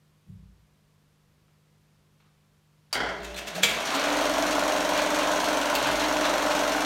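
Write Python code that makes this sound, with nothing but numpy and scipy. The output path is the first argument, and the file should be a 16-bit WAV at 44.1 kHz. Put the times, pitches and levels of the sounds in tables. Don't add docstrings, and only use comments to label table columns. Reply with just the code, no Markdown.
import sys
import numpy as np
from scipy import signal
from scipy.fft import rfft, irfft
from scipy.io import wavfile
from scipy.ndimage import uniform_filter1d

SR = 44100
rng = np.random.default_rng(int(sys.argv[2]) if len(sys.argv) > 2 else 0)


def transcribe(u):
    v = np.clip(np.atleast_2d(u).T, -1, 1)
    q = np.round(v * 32767).astype(np.int16)
    wavfile.write(sys.argv[1], SR, q)


N = 302085
T = np.arange(N) / SR

# frequency_hz, gain_db
AIR_SPECTRUM = [(18, -60), (30, -7), (103, -6.5), (153, -11), (280, -16), (404, -15.5), (844, -22),
                (988, -19.5), (1540, -23.5), (3580, -26.5), (10200, -34), (14800, -36.5), (16000, -51)]
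FLOOR_SPECTRUM = [(30, -18), (50, 10.5), (65, -12), (90, 6), (130, 5.5), (200, 1.5), (280, -23), (420, -23),
                  (900, -50)]
SCRAPE_SPECTRUM = [(300, -24), (1000, 7), (1700, 2), (3200, 1), (4300, -0.5), (5200, -8.5), (8000, -16.5),
                   (16000, -52)]
LEVER_SPECTRUM = [(300, -6), (800, 3), (1500, -3), (2600, 5), (3500, 0), (4500, 2), (5400, -7), (7000, -6),
                  (10000, -13), (12500, -10), (16000, -12)]
SWITCH_SPECTRUM = [(200, -27), (700, -2), (1500, -0.5), (2800, -6), (3900, -3), (4450, -1), (4750, 6.5),
                   (5100, -6), (5500, -3), (6300, -8), (7500, -7), (11000, -12), (16000, -20)]
HOUSING_SPECTRUM = [(90, -10), (190, -2), (330, -0.5), (420, 1.5), (790, 4.5), (1000, 1), (1130, -5.5),
                    (1460, 5.5), (1800, -0.5), (2080, 3), (2470, -16), (2850, -11), (3220, -4.5),
                    (3640, -16), (4400, -13), (4800, -12), (6000, -19.5), (14000, -42)]
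FILM_SPECTRUM = [(500, -19), (1500, -3), (2500, -1.5), (3300, -1), (4200, -2.5), (5000, -7.5), (5800, -1.5),
                 (7000, -6), (7800, -10.5), (8800, -9.5), (10300, -18), (11500, -13), (14000, -24),
                 (16000, -30)]
TEETH_SPECTRUM = [(150, -22.5), (400, -8), (530, -4.5), (572, -6.5), (610, 1.5), (680, 1), (745, -6.5),
                  (790, -0.5), (1080, -1.5), (1200, -6), (1550, -3.5), (1900, -15.5), (2500, -16),
                  (4000, -44.5)]
BEARING_SPECTRUM = [(60, -41), (130, -25.5), (200, -7.5), (245, -11.5), (300, 3), (360, -10), (470, -11),
                    (630, -1.5), (780, -5), (1050, -1), (1200, -10), (1500, -6), (2000, -12.5),
                    (4000, -33.5)]
GEARBOX_SPECTRUM = [(300, -34), (520, -6.5), (572, -8), (605, -2.5), (660, 2), (720, -3.5), (850, -24),
                    (1600, -39)]
SNAP_SPECTRUM = [(80, -22), (200, -3), (310, -18), (410, -1.5), (520, -4.5), (900, -9.5), (1800, -4),
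                 (2300, -1.5), (2650, 2), (2950, -4.5), (3400, -1.5), (4150, -4), (4500, -5), (5300, -10.5),
                 (5900, -9), (6600, -8), (7100, -5.5), (7550, -12), (7900, -11), (9200, -13.5),
                 (10200, -20), (11500, -15), (16000, -23)]

# start_s, level_db, t60_s
STAND_JOLTS = [(.34, -45.5, 0.73), (2.93, -41, 0.83), (3.19, -39, 0.74), (3.63, -41.5, 0.51)]
FINGER_TOUCHES = [(1.4824, -61, .01), (2.2013, -64, 0.18), (2.255, -70, 0.2), (2.91, -60, 0.12)]
SWITCH_CLUNK = [(2.928, -20.5, 0.076)]
COVER_RATTLES = [(2.953, -25, 0.15), (2.978, -32, 0.087), (3.003, -25, 0.16), (3.033, -33.5, 0.15),
                 (3.06, -34.5, 0.3), (3.088, -33.5, 0.24), (3.116, -43, 0.08), (3.165, -45, 0.83)]
CATCH_PINGS = [(3.204, -46, 0.02), (3.344, -38, 0.04)]
GEARBOX_KNOCKS = [(3.565, -33.5, .07), (3.578, -31, 0.11)]
FILM_SNAPS = [(3.629, -24.5, 0.037), (3.6328, -13.5, 0.056), (3.641, -25.5, 0.35), (3.69, -36.5, 0.4)]
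LEVER_CLICK = [(5.7515, -18.5, 0.068)]

# pitch_hz, level_db, t60_s
LEVER_MODES = [(4180, -11, .09), (4640, -16, .06), (4820, -16, .06), (7260, -18, .07)]
SPRING_MODES = [(4640, -7.5, 0.12), (4760, -9, 0.09), (4820, -11, 0.074), (5200, -12, 0.04)]
HOUSING_MODES = [(637, -5, 0.83), (780, -5, 0.51), (970, -3.5, 0.41), (1463, 1, 0.5), (1530, -4, 0.5),
                 (2006, 0, 0.41), (2107, -4, 0.42), (2170, -4, 0.44), (2990, -7, .4), (3120, -2, 0.31),
                 (3219, -1.5, 0.31), (3290, -3, 0.45), (3385, -4, 0.33), (4740, -20, 0.4), (5020, -21, .4)]
CATCH_MODES = [(3350, -13, .14), (3520, -10, .2), (3700, -8, .25), (4100, -6, 0.3)]
FILM_GUIDE_MODES = [(2310, -10, 0.25), (2370, -12.5, 0.18), (2520, -10, 0.22), (2630, -15, 0.25),
                    (3270, -7, 0.22), (3440, -11, 0.26), (7060, -17, .17), (7300, -18, .14),
                    (7570, -14, .14)]

# peak_s, level_db, half_length_s
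FILM_DRAGS = [(3.249, -42, 0.02), (3.382, -35, 0.018), (3.48, -34.5, 0.012), (3.561, -35.5, 0.015),
              (3.953, -29.5, 0.012)]
RUN_UP_CHATTER = [(3.94, -36.5, 0.073), (4.1, -35, 0.21)]
LEVER_SCRAPES = [(4.98, -29.5, 0.049), (5.22, -31.5, 0.04), (5.86, -30, 0.057), (6.025, -29, 0.034),
                 (6.245, -27, 0.033), (6.517, -30.5, 0.018)]

# pitch_hz, level_db
MAINS_TONES = [(101.2, -77), (151.6, -66.5), (202.4, -76), (253, -87)]
GROWL_TONES = [(190, -51.5), (328, -52), (404, -50.5), (590, -49.5), (680, -48)]
PANEL_TONES = [(101.2, -63), (404, -47), (771, -43), (957, -50.5), (1038, -51), (1100, -45), (1471, -44.5),
               (3219, -71)]

# peak_s, level_db, change_per_pulse_db
BUMPS = [(.292, -45.5, -4.5), (5.82, -42, -4)]
CLAW_CONTACTS = [(-.09, .55), (-.04, .7), (0, 1)]
SHAFT_BEATS = [(1.75, .15, .2), (3, .33, .4), (5, .25, .7)]
# centre_hz, width_hz, level_db
DUCT_RESONANCES = [(186, 31, -39.5), (225, 46, -44.5), (293, 47, -35)]
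# peak_s, change_db, half_length_s
DRONE_SWAYS = [(4.12, 4, .11), (5.863, -10, 0.1), (6.07, 5.5, 0.07)]
# cycles_per_frame, level_db
MESH_TONES = [(2, -49), (8, -48), (11, -44.5), (12, -38), (22, -42), (23, -43), (25, -35), (26, -37.5),
              (27, -39.5), (28, -40.5), (30, -40.5), (37, -41), (39, -44), (55, -45.5)]

START_S, GAIN_FPS_PER_S, RUN_FPS = 2.95, 22, 23.54
DRIVE_EASE_S, FAN_EASE_S = .05, .095
ROOM_T60_S, ROOM_TREBLE_T60_S = 0.69, 0.15


def undb(db):
    return 10 ** (np.asarray(db) / 20)


def unit(x):
    return x / np.sqrt(np.mean(x ** 2))


def steady(x):
    return x / np.std(x[-N // 3:])


def fade(t, t60):
    return np.exp(-np.log(1000) * t / t60)


def bell(peak_s, half_length_s):
    return np.exp(-((T - peak_s) / half_length_s) ** 2)


def wander(rate_hz):
    step = int(SR / rate_hz)
    return unit(uniform_filter1d(np.repeat(rng.standard_normal(N // step + 1), step), step)[:N])


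def colour(x, spectrum, size=8192):
    hz, db = np.transpose(spectrum)
    log_hz = np.log(np.fft.rfftfreq(size, 1 / SR) + 1)
    gain = unit(undb(np.interp(log_hz, np.log(hz), db)))
    cepstrum = irfft(np.log(gain))
    cepstrum[1:size // 2] *= 2
    cepstrum[size // 2 + 1:] = 0
    return signal.fftconvolve(x, irfft(np.exp(rfft(cepstrum))))[:N]


def room(x, wet_db):
    t = T[:SR // 2]
    low = signal.sosfilt(signal.butter(2, 3500, fs=SR, output="sos"), rng.standard_normal(len(t)))
    high = signal.sosfilt(signal.butter(2, 3500, "high", fs=SR, output="sos"), rng.standard_normal(len(t)))
    tail = (low * fade(t, ROOM_T60_S) + high * fade(t, ROOM_TREBLE_T60_S)) * (t > .004)
    wet = signal.fftconvolve(x, tail / np.linalg.norm(tail))[:N]
    return (x + undb(wet_db) * wet) / np.hypot(1, undb(wet_db))


def blows(impacts):
    envelope = sum(undb(db) * (T >= s) * fade(np.abs(T - s), t60) for s, db, t60 in impacts)
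    return envelope * rng.standard_normal(N)


def swells(peaks):
    envelope = sum(undb(db) * bell(s, half_s) for s, db, half_s in peaks)
    return envelope * unit(undb(2 * wander(300)) * rng.standard_normal(N))


def ringing(impacts, modes):
    ring, t = np.zeros(N), T[:SR]
    for start_s, blow_db, _ in impacts:
        start = int(start_s * SR)
        tones = sum(undb(blow_db + db) * fade(t, t60) * np.sin(2 * np.pi * (hz * t + rng.random()))
                    for hz, db, t60 in modes)
        ring[start:start + SR] += tones[:N - start]
    return ring


def contacts(turns, offsets, sizes, scatter_db, jitter_s):
    at_turns = (np.arange(np.floor(turns[0]), turns[-1])[:, None] + offsets).ravel()
    chance = rng.standard_normal((len(at_turns), 2))
    size = np.resize(sizes, len(at_turns)) * undb(scatter_db * chance[:, 0])
    index = (np.interp(at_turns, turns, T) + jitter_s * chance[:, 1]) * SR
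    inside = (at_turns > turns[0]) & (at_turns < turns[-1])
    return np.bincount(np.clip(index[inside], 0, N - 1).astype(int), size[inside], N)


def frame_rate(ease_s, sag_fps=.25):
    full_speed_s = START_S + RUN_FPS / GAIN_FPS_PER_S
    remaining_s = ease_s * np.logaddexp(0, (full_speed_s - T) / ease_s)
    return np.maximum(RUN_FPS - GAIN_FPS_PER_S * remaining_s - sag_fps * bell(5.76, .12), 0)


def air_and_hum(air_db=-67.5):
    hum = sum(undb(db + wander(4.65)) * np.sqrt(2) * np.sin(2 * np.pi * (hz * T + rng.random()))
              for hz, db in MAINS_TONES)
    return hum + undb(air_db + 0.25 * wander(2.3)) * colour(rng.standard_normal(N), AIR_SPECTRUM)


def bumps(count=7, pulse_s=0.0493, half_length_s=0.028):
    pulses = [(s + k * pulse_s, db + k * step_db, half_length_s)
              for s, db, step_db in BUMPS for k in range(count)]
    return room(colour(swells(pulses), FLOOR_SPECTRUM), wet_db=-7)


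def stand(speed, pitch_hz=57, rise_s=0.13):
    swing = sum(undb(db) * fade(np.abs(T - s), t60) * np.clip((T - s) / rise_s, 0, 1)
                for s, db, t60 in STAND_JOLTS)
    shake = undb(-72 + 2 * wander(4.7)) * speed
    return (2 * swing + shake) * np.sin(2 * np.pi * pitch_hz * T + 0.16 * wander(8))


def hand():
    rubbing = colour(swells(LEVER_SCRAPES) + blows(FINGER_TOUCHES), SCRAPE_SPECTRUM)
    click = colour(blows(LEVER_CLICK), LEVER_SPECTRUM)
    return room(rubbing + click, wet_db=-3.5) + ringing(LEVER_CLICK, LEVER_MODES)


def switch():
    clunk = colour(blows(SWITCH_CLUNK), SWITCH_SPECTRUM)
    return room(clunk, wet_db=0) + ringing(SWITCH_CLUNK, SPRING_MODES)


def motor_growl(speed):
    tones = sum(undb(db + 3.6 * wander(18)) * np.sin(2 * np.pi * hz * T + 1.6 * wander(40))
                for hz, db in GROWL_TONES)
    return tones * (T > START_S) * (1 - speed ** 6)


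def covers():
    rattle = colour(blows(COVER_RATTLES), HOUSING_SPECTRUM)
    return room(rattle, wet_db=-7.5) + undb(-14) * ringing(COVER_RATTLES, HOUSING_MODES)


def claw(frames, lag_s=.0023, t60_s=.007):
    strikes = contacts(frames, *np.transpose(CLAW_CONTACTS), scatter_db=1.8, jitter_s=.0004)
    t = T[:SR // 20]
    envelope = signal.fftconvolve(strikes, (t > lag_s) * fade(t, t60_s))[:N]
    return steady(envelope * rng.standard_normal(N) * undb(2.5 * wander(4000)))


def film_transport(frames, speed, full_speed_db=-32.5):
    phase = frames % 1
    stroke_size = undb(1.3 * rng.standard_normal(256))[np.floor(frames).astype(int)]
    jerk = np.exp(-phase / .36) + .2 * np.exp(-phase / .06) + .36 * np.exp(-((phase - .45) / .17) ** 2)
    flap = steady(stroke_size * jerk * rng.standard_normal(N) * undb(0.6 * wander(700)))
    ticks = steady(contacts(frames, np.arange(8) / 8, np.ones(8), scatter_db=2, jitter_s=.0015))
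    clicks = undb(-6) * claw(frames) * speed
    slide = undb(-5) * rng.standard_normal(N) * speed
    clatter = room(flap + undb(-5) * ticks + slide, wet_db=-1.5) + clicks
    gain = undb(full_speed_db + 0.048 * wander(11)) * speed ** 1.49
    return steady(colour(clatter, FILM_SPECTRUM)) * gain


def gears(frames, speed, tooth_count=64, gain_db=-27, crawl_change_db=-30.5):
    drifting = unit(uniform_filter1d(rng.standard_normal((128, tooth_count)), size=2, axis=0))
    repeating = np.tile(rng.standard_normal((4, tooth_count)), (32, 1))
    offsets = (np.arange(tooth_count) + rng.random(tooth_count)) / tooth_count
    strikes = contacts(frames, offsets, drifting + undb(-7) * repeating, scatter_db=1, jitter_s=0.00005)
    teeth = steady(colour(room(strikes, wet_db=-1.5), TEETH_SPECTRUM)) / np.sqrt(np.maximum(speed, .3))
    bearings = colour(rng.standard_normal(N), BEARING_SPECTRUM)
    throb = 1 + sum(depth * np.cos(2 * np.pi * (beats * frames - offset))
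                    for beats, depth, offset in SHAFT_BEATS)
    knocks = contacts(1.75 * frames, np.zeros(1), np.ones(1), scatter_db=2, jitter_s=.001)
    gearbox = steady(colour(room(knocks, wet_db=-3.5), GEARBOX_SPECTRUM))
    whirr = (undb(-3.5) * teeth + undb(-6) * bearings) * throb + undb(-9.5) * gearbox
    onset = np.clip((T - 3.05) / 0.21, 0, 1)
    return whirr * onset * undb(gain_db + crawl_change_db * (1 - speed))


def run_up():
    snaps = colour(blows(FILM_SNAPS + CATCH_PINGS) + swells(FILM_DRAGS), SNAP_SPECTRUM)
    knocks = colour(blows(GEARBOX_KNOCKS), GEARBOX_SPECTRUM)
    chatter = colour(swells(RUN_UP_CHATTER), SCRAPE_SPECTRUM)
    metal = undb(-1.5) * ringing(FILM_SNAPS, FILM_GUIDE_MODES) + ringing(CATCH_PINGS, CATCH_MODES)
    return room(snaps + knocks + chatter, wet_db=-5) + metal


def whine(frames, speed):
    mesh = sum(undb(db + 1.05 * wander(3.02))
               * np.sin(2 * np.pi * (harmonic * frames + rng.random()) + 0.075 * wander(4.3))
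               for harmonic, db in MESH_TONES)
    panels = sum(undb(db + wander(5.6)) * np.sin(2 * np.pi * hz * T + 0.33 * wander(12))
                 for hz, db in PANEL_TONES)
    return mesh * speed ** 18 + panels * speed ** 2


def fan(rate_fps, blades_per_frame=12.87):
    speed, blade_hz = rate_fps / RUN_FPS, blades_per_frame * rate_fps
    duct_gain = sum(undb(db) / (1 + (2 * (blade_hz - hz) / width) ** 10) ** .5
                    for hz, width, db in DUCT_RESONANCES)
    jostle_rad = (.12 + .5 * speed ** 120) * wander(16) + .3 * (1 - speed) * wander(120)
    angle = 2 * np.pi * np.cumsum(blade_hz) / SR
    octave = undb(-42.5) * speed ** 16 * np.sin(2 * angle + .3 * wander(8))
    sway_db = sum(db * bell(s, half_s) for s, db, half_s in DRONE_SWAYS) + 1.5 * wander(14)
    return np.sin(angle + jostle_rad) * duct_gain * undb(sway_db) * (speed > 0) + octave


def scene():
    rate_fps = frame_rate(DRIVE_EASE_S)
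    speed = rate_fps / RUN_FPS
    frames = np.cumsum(rate_fps) / SR
    drive = gears(frames, speed) + whine(frames, speed) + film_transport(frames, speed)
    drone = fan(frame_rate(FAN_EASE_S)) + motor_growl(speed)
    transients = covers() + switch() + hand() + run_up() + bumps()
    return (drive + drone + transients + stand(speed) + air_and_hum())[None]


def record(dry, low_hz=36, top_hz=15900):
    thinned = signal.sosfilt(signal.butter(4, low_hz, "high", fs=SR, output="sos"), dry)
    return signal.sosfilt(signal.ellip(10, .2, 80, top_hz, fs=SR, output="sos"), thinned)


dry = scene()
out = record(dry)
transcribe(out)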